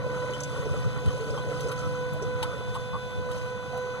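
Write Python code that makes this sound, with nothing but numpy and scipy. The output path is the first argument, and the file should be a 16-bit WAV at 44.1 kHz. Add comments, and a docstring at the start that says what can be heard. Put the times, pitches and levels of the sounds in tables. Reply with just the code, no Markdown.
"""A clean, steady whine comes first: an electric fuel pump on the open outboard engine of a moored boat,
heard from beside it on a hand-held phone with two microphone ports. Under it a low motor drone runs and
drops away. Water laps, plops and drips at the hull, ringing as bubbles, and something clicks sharply on
the engine. Faint harbour air lies behind, and wind bumps the microphone."""
import sys
import numpy as np
from scipy import signal
from scipy.fft import rfft, irfft
from scipy.io import wavfile
from scipy.ndimage import uniform_filter1d

SR = 44100
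rng = np.random.default_rng(int(sys.argv[2]) if len(sys.argv) > 2 else 0)


def dump(signal):
    """Clip the signal to [-1, 1] and save it as 16-bit WAV at the path in sys.argv[1]."""
    limited = np.clip(np.atleast_2d(signal).T, -1, 1)
    pcm = np.round(limited * 32767).astype(np.int16)
    wavfile.write(sys.argv[1], SR, pcm)


N = 176400
T = np.arange(N) / SR
FREQS = np.arange(N // 2 + 1) * SR / N
PORT_LAG_S, PIVOT_HZ = .000385, 1215  # above the pivot the left port leads in phase
SIDE = np.array([[1], [-1]]) / 2  # splits a left-right difference between the ports


def undb(db):
    """Decibels to gain."""
    return 10 ** (np.asarray(db) / 20)


def unit(x):
    """Scale to rms 1."""
    return x / np.sqrt(np.mean(x ** 2))


def curve(rows, column=1):
    """One column of a table, joined by straight lines in time."""
    rows = np.array(rows)
    return np.interp(T, rows[:, 0], rows[:, column])


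def spectrum(points):
    """Points joined by straight lines on a log-frequency axis."""
    points = np.array(points)
    return np.interp(np.log(FREQS + 1), np.log(points[:, 0]), points[:, 1])


def colour(x, points):
    """Filter a sound by a spectrum and scale it to rms 1."""
    return unit(irfft(rfft(x) * undb(spectrum(points)), N))


def noise():
    """White noise."""
    return rng.standard_normal(N)


def walk(rate_hz):
    """Smooth random wander up to about a given rate, at rms 1."""
    return unit(irfft(rfft(noise()) * np.exp(-(FREQS / rate_hz) ** 2), N))


def add(out, start, sound):
    """Mix a short sound in at a time in seconds."""
    i = int(np.clip(start * SR, 0, N - 1))
    out[i:i + len(sound)] += sound[:N - i]


# The whine at the phone (multiple of the pump pitch, level [dB], left-right [dB], share of swell [0-1])
WHINE_PARTIALS = [(1, -38, -4.5, 1), (2, -44, -2, 0.44), (3, -45.5, 2.5, 0.34), (4, -63.5, 9.5, 0.7),
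                  (5, -54, 1, 0), (6, -67, -13, 0), (7, -56, -1, 0), (8, -62.5, -5.5, 0.35),
                  (9, -68.5, -1, 0.4), (12, -68, 2, 0.9), (13, -70.5, -2, 1)]
# Swell of the whine (time [s], gain [dB])
WHINE_SWELL = [(0, -4), (.15, 4.5), (.29, 4), (.38, -2.5), (1.25, -3), (1.52, 1), (1.68, 0), (1.8, 0),
               (1.91, 2.5), (2.06, 4.5), (2.16, -3), (2.27, 3.5), (2.41, 4.5), (2.52, -3), (3.17, -2.5),
               (3.31, 4.5), (3.4, -2.5), (3.49, 2.5), (3.67, -3.5), (3.77, 5.5), (3.93, 1.5), (4, -3)]
# Rise and fall of the seventh partial (time [s], gain [dB])
SEVENTH_GAIN = [(0, -11), (.5, 0.5), (1.5, -5.5), (2.3, -1.5), (2.55, 3), (3.18, 3), (3.27, -15),
                (3.66, 2.5), (3.7, -5)]
# Extra rise and fall of the two highest partials (time [s], gain [dB])
TOP_PAIR_GAIN = [(1.4, -2), (1.95, 1), (2.2, -6), (3.2, -4), (3.52, 0.5), (4, 3.5)]


def fuel_pump(pump_hz=500.08, sway_rad=0.19, wobble_depth=.075, wobble_hz=18):
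    """The pump whines on the open engine; each partial wobbles on its own, and most swell together."""
    phase = 2 * np.pi * pump_hz * T + sway_rad * walk(3.5)
    out = np.zeros((2, N))
    for k, db, pan_db, share in WHINE_PARTIALS:
        extra_db = (k == 7) * curve(SEVENTH_GAIN) + (k > 10) * curve(TOP_PAIR_GAIN)
        gain = undb(share * curve(WHINE_SWELL) + extra_db)
        wobble = wobble_depth * np.sqrt(k / 2) * (walk(wobble_hz) + 1j * walk(wobble_hz))
        tone = (gain + wobble) * np.exp(1j * k * phase)
        lead_rad = 2 * np.pi * PORT_LAG_S * max(k * pump_hz - PIVOT_HZ, 0)
        at_ports = undb(db + SIDE * pan_db) * np.exp(1j * SIDE * lead_rad)
        out += np.sqrt(2) * np.imag(tone * at_ports)
    return out


# The motor note, dead centre (time [s], pitch [Hz], level [dB])
MOTOR_NOTE = [(0, 141.9, -46), (.6, 144.4, -46), (2, 148.8, -45.5), (2.42, 149.6, -47), (2.52, 148, -60),
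              (4, 142.6, -57.5)]
# The thrum below it (time [s], level [dB])
THRUM_LEVEL = [(0, -53.5), (1.5, -46), (2.1, -50), (3, -51), (3.6, -56)]


def motor_drone(octave_db=-9, thrum_hz=123.5):
    """A low motor note with its octave runs and drops away, over a steadier thrum."""
    pitch_hz = curve(MOTOR_NOTE) * (1 + 0.0038 * walk(6.3))
    phase = 2 * np.pi * np.cumsum(pitch_hz) / SR
    motor_gain = undb(curve(MOTOR_NOTE, column=2) + 1.34 * walk(22))
    motor = motor_gain * (np.sin(phase) + undb(octave_db) * np.sin(2 * phase))
    thrum_gain = undb(curve(THRUM_LEVEL) + 2 * walk(2.04))
    thrum = thrum_gain * np.sin(2 * np.pi * thrum_hz * T + 1.17 * walk(1.8))
    return np.sqrt(2) * (motor + thrum)


def bubble(hz, decay_s, glide=0.025):
    """A bubble rings briefly, its pitch rising by the fraction `glide` in each decay time."""
    age = T[:int(5 * decay_s * SR) + 2]
    phase = 2 * np.pi * hz * age * (1 + glide * age / decay_s / 2)
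    attack = 1 - np.exp(-2 * age * hz)
    return np.sin(phase) * np.exp(-age / decay_s) * attack


def bubbles(low_hz, high_hz, cycles, spread_db, count):
    """A random stream of bubbles; the spread makes a few louder than the rest."""
    out = np.zeros(N)
    for when, pitch, rarity in rng.random((count, 3)):
        hz = low_hz * (high_hz / low_hz) ** pitch
        gain = undb(-spread_db * np.log(max(rarity, np.exp(-4))))
        add(out, when * N / SR, gain * bubble(hz, cycles / hz))
    return unit(out)


# Lapping down at the waterline (time [s], boom gain [dB], gurgle gain [dB], spray gain [dB])
LAP_GAINS = [(0, 8, -1.5, -2.5), (.25, 11, 2, 3.5), (.65, 4, -1, 4), (.95, 0.5, -0.5, 1.5),
             (1.15, 9, -2.5, 4), (1.65, 8, -0.5, 4), (1.8, 1, -1.5, 3.5), (2, -6.5, -3.5, 1.5),
             (2.3, -7, -3, -1.5), (2.55, 7.5, 0, 2), (2.7, -7, -5.5, 0), (3.28, -1.5, -6, -1.5),
             (3.35, 0, -4, 4.5), (3.6, -5, -5, -3), (3.8, 1, -5.5, -0.5), (4, -0.5, -7.5, -2.5)]
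# Colour of the boom under the hull (frequency [Hz], gain [dB])
BOOM_COLOUR = [(250, -4), (330, -15.5), (395, -15.5), (440, 1.5), (530, 3.5), (620, -9.5), (730, -24.5),
               (850, -39), (2000, -58)]
# Colour of the gurgle alongside (frequency [Hz], gain [dB])
GURGLE_COLOUR = [(600, 5.5), (800, -14), (1000, 6.5), (1150, 3.5), (1280, 4.5), (1390, 10), (1600, -6),
                 (1900, 2.5), (2400, -2), (4000, -39)]
# Colour of the spray and its hiss (frequency [Hz], gain [dB])
SPRAY_COLOUR = [(1600, -19), (2450, 2), (3100, 11), (4200, -3.5), (5100, -0.5), (6200, 0.5), (7500, -5),
                (9500, -6), (12000, -12.5), (15000, -22.5)]


def lapping(boom_db=-47, gurgle_db=-43.5, spray_db=-54):
    """Big bubbles boom under the hull, smaller ones gurgle, and spray crackles more as the water stirs."""
    stir = undb(curve(LAP_GAINS, column=3))
    boom = colour(bubbles(296, 871.5, cycles=8, spread_db=0, count=700) + 0.22 * noise(), BOOM_COLOUR)
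    gurgle = colour(bubbles(697, 2670, cycles=7.5, spread_db=2.2, count=2500) + noise(), GURGLE_COLOUR)
    crackle = stir * bubbles(3870, 14070, cycles=22, spread_db=3.5, count=3600)
    spray = colour(crackle + 2.7 * noise(), SPRAY_COLOUR)
    return (boom * undb(boom_db + curve(LAP_GAINS) + 2 * walk(19))
            + gurgle * undb(gurgle_db + curve(LAP_GAINS, column=2) + 2 * walk(15))
            + spray * stir * undb(spray_db + walk(10)))


# Colour of the background around the mooring (frequency [Hz], gain [dB])
AIR_COLOUR = [(25, -37), (70, -9), (130, -1.5), (180, -3.5), (215, 0), (260, -12.5), (400, -17.5),
              (720, -7), (1200, -22), (2500, -20.5), (12000, -45)]


def harbour_air(level_db=-45):
    """A faint, steady, low rush lies behind the boat."""
    return undb(level_db) * colour(noise(), AIR_COLOUR)


# Steady breeze right on the microphone (time [s], level [dB])
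BREEZE_LEVEL = [(0, -38), (.45, -36.5), (.85, -35), (2.1, -34.5), (3.4, -36.5), (3.65, -41)]
# Gusts bumping the microphone (time [s], level [dB])
GUSTS = [(.06, -36), (.71, -27), (.79, -32), (.875, -29), (1.08, -24), (1.87, -32), (2.28, -27),
         (2.49, -46), (3.19, -31)]
# Colour of the wind rumble (frequency [Hz], gain [dB])
RUMBLE_COLOUR = [(20, -32), (35, -23), (55, 10), (100, 17.5), (150, 12), (210, 3.5), (400, -11),
                 (3000, -83)]


def wind(bump_s=0.024):
    """A breeze rumbles on the phone and gusts bump it; the right channel carries it inverted and just later."""
    breeze = undb(curve(BREEZE_LEVEL) + 2 * walk(18))
    bumps = sum(undb(db) * np.exp(-((T - when) / bump_s) ** 2) for when, db in GUSTS)
    rumble = colour(noise(), RUMBLE_COLOUR) * (breeze + bumps)
    return np.array([rumble, -np.roll(rumble, int(PORT_LAG_S * SR))])


# Plops against the hull (time [s], length [s], pitch [Hz], level [dB])
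HULL_PLOPS = [(.061, 0.0072, 530, -31), (.652, 0.019, 460, -31), (.735, 0.013, 532, -31.5),
              (1.372, 0.019, 980, -36), (1.44, 0.1, 480, -39.5), (1.508, .012, 487, -33),
              (1.636, 0.041, 462, -34), (1.83, 0.048, 1290, -41.5), (2.139, 0.03, 617, -40.5),
              (2.215, .025, 466, -31), (2.424, 0.025, 937, -34), (2.427, 0.035, 1270, -41),
              (2.58, .02, 425, -45), (2.751, 0.02, 1020, -31.5), (2.933, 0.032, 1058, -32.5),
              (3.721, .08, 710, -43)]


def plops(count=7, decay_s=0.0045, pitch_spread=0.12):
    """Each plop at the hull is a quick cluster of bubbles around one pitch."""
    out = np.zeros(N)
    for start, length, hz, db in HULL_PLOPS:
        cluster = np.zeros(N)
        for k, (late, detune) in enumerate(rng.random((count, 2))):
            ring = bubble(hz * (1 + pitch_spread * (detune - .5)), decay_s, glide=0.021)
            add(cluster, start + length * (k + late) / count, ring)
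        out += cluster * undb(db) * np.sqrt(length * SR / np.sum(cluster ** 2))
    return out


# Drops landing beside the hull (time [s], pitch [Hz], first bubble's peak [dB])
DROPS = [(0.308, 6000, -47), (.335, 3040, -32.5), (.404, 5940, -34.5), (.434, 5990, -31.5),
         (1.083, 3050, -37.5), (1.376, 3150, -39), (1.608, 5950, -39.5), (1.685, 6070, -39),
         (1.79, 6400, -43.5), (2.223, 5790, -39)]


def drips(cycles=48, glide=.004, splash_db=9.5, splash_ref_hz=10700):
    """A drop splashes and leaves a bubble, then a smaller one; low ones ring longer and splash less."""
    rings, splash_force = np.zeros((2, N))
    for (start, hz, db), (late, detune) in zip(DROPS, rng.random((len(DROPS), 2))):
        decay_s = cycles / hz
        first = undb(db) * bubble(hz, decay_s, glide)
        second = .5 * undb(db) * bubble(hz * (1 + detune / 10), decay_s / 2)
        add(rings, start, first)
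        add(rings, start + (late + .5) * decay_s, second)
        add(splash_force, start, np.abs(first) * (hz / splash_ref_hz) ** 2)
    hiss = colour(noise(), [(2000, -24), (5000, 5), (7000, 10.5), (10000, -1), (15000, -19)])
    return rings + undb(splash_db) * uniform_filter1d(splash_force, 128) * hiss


# Clicks on the engine (time [s], level [dB], length before the decay [s], brightness [0-1])
ENGINE_CLICKS = [(1.059, -42.5, 0.0022, 0.17), (1.604, -41, 0.0031, 0.4), (1.716, -38, 0.0071, 0.28),
                 (2.132, -48.5, .003, 0.8), (2.4235, -49, .002, 0), (2.4279, -29, 0.0026, 0),
                 (2.744, -44.5, 0.019, 0), (3.315, -39.5, 0.0015, 0.23), (3.773, -46, 0.0038, 0.4)]
# Colour of the scrape in each click (frequency [Hz], gain [dB])
SCRAPE_COLOUR = [(800, -14), (1400, 8), (2300, 9.5), (3000, 14), (3800, 7), (5000, 2.5), (7000, -0.5),
                 (9300, 2.5), (12000, -5.5), (15000, -24)]


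def clicks(decay_s=0.0075, tick_hz=10700, ring_hz=3800, ring_s=0.0075, ring_db=-4.5):
    """Hard parts scrape for a few milliseconds and a metal part rings off; light touches tick brighter."""
    scrape_force, tick_force, rings = np.zeros((3, N))
    metal = np.sin(2 * np.pi * ring_hz * T) * np.exp(-T / ring_s)
    for start, db, length, bright in ENGINE_CLICKS:
        force = undb(db) * np.exp(-np.maximum(T[:SR // 10] - length, 0) / decay_s)
        add(scrape_force, start, (1 - bright) * force)
        add(tick_force, start, bright * force)
        add(rings, start, (1 - bright) * undb(db + ring_db) * metal)
    grit = colour(noise() * undb(walk(530)), SCRAPE_COLOUR)
    hiss = colour(noise(), [(2000, -20), (tick_hz, 0), (18000, -8)])
    return rings + scrape_force * grit + tick_force * hiss


# Balance between the phone's two ports (frequency [Hz], left-right [dB])
PORT_BALANCE = [(100, -5), (380, -1), (700, -4), (1290, 0), (4400, 1.5), (8100, 3), (15000, 0.5)]
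# A short diffuse smear, different in each channel, strongest in the treble (frequency [Hz], gain [dB])
DIFFUSE_SPREAD = [(800, -11), (2500, -16), (5000, -7)]


def microphone_ports(x, smear_decay_s=0.006):
    """Two ports hear one sound with a lag and a tilt; a short diffuse smear widens it."""
    lead_rad = 2 * np.pi * PORT_LAG_S * np.maximum(FREQS - PIVOT_HZ, 0)
    direct = undb(SIDE * spectrum(PORT_BALANCE)) * np.exp(1j * SIDE * lead_rad)
    smear = rng.standard_normal((2, N)) * np.exp(-T / smear_decay_s)
    smear /= np.sqrt(np.sum(smear ** 2, axis=1, keepdims=True))
    diffuse = undb(spectrum(DIFFUSE_SPREAD)) * rfft(smear)
    return irfft(rfft(x) * (direct + diffuse), N)


def scene():
    """From beside the engine: pump and drone, water, clicks and harbour air, with wind on the phone."""
    air = harbour_air()
    engine = fuel_pump() + motor_drone()
    around_boat = lapping() + plops() + drips() + clicks() + air
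    return engine + microphone_ports(around_boat) + wind()


def record(dry):
    """The phone cuts the treble steeply above 15.2 kHz."""
    return signal.sosfilt(signal.ellip(8, .2, 70, 15200, fs=SR, output="sos"), dry)


dry = scene()
out = record(dry)
dump(out)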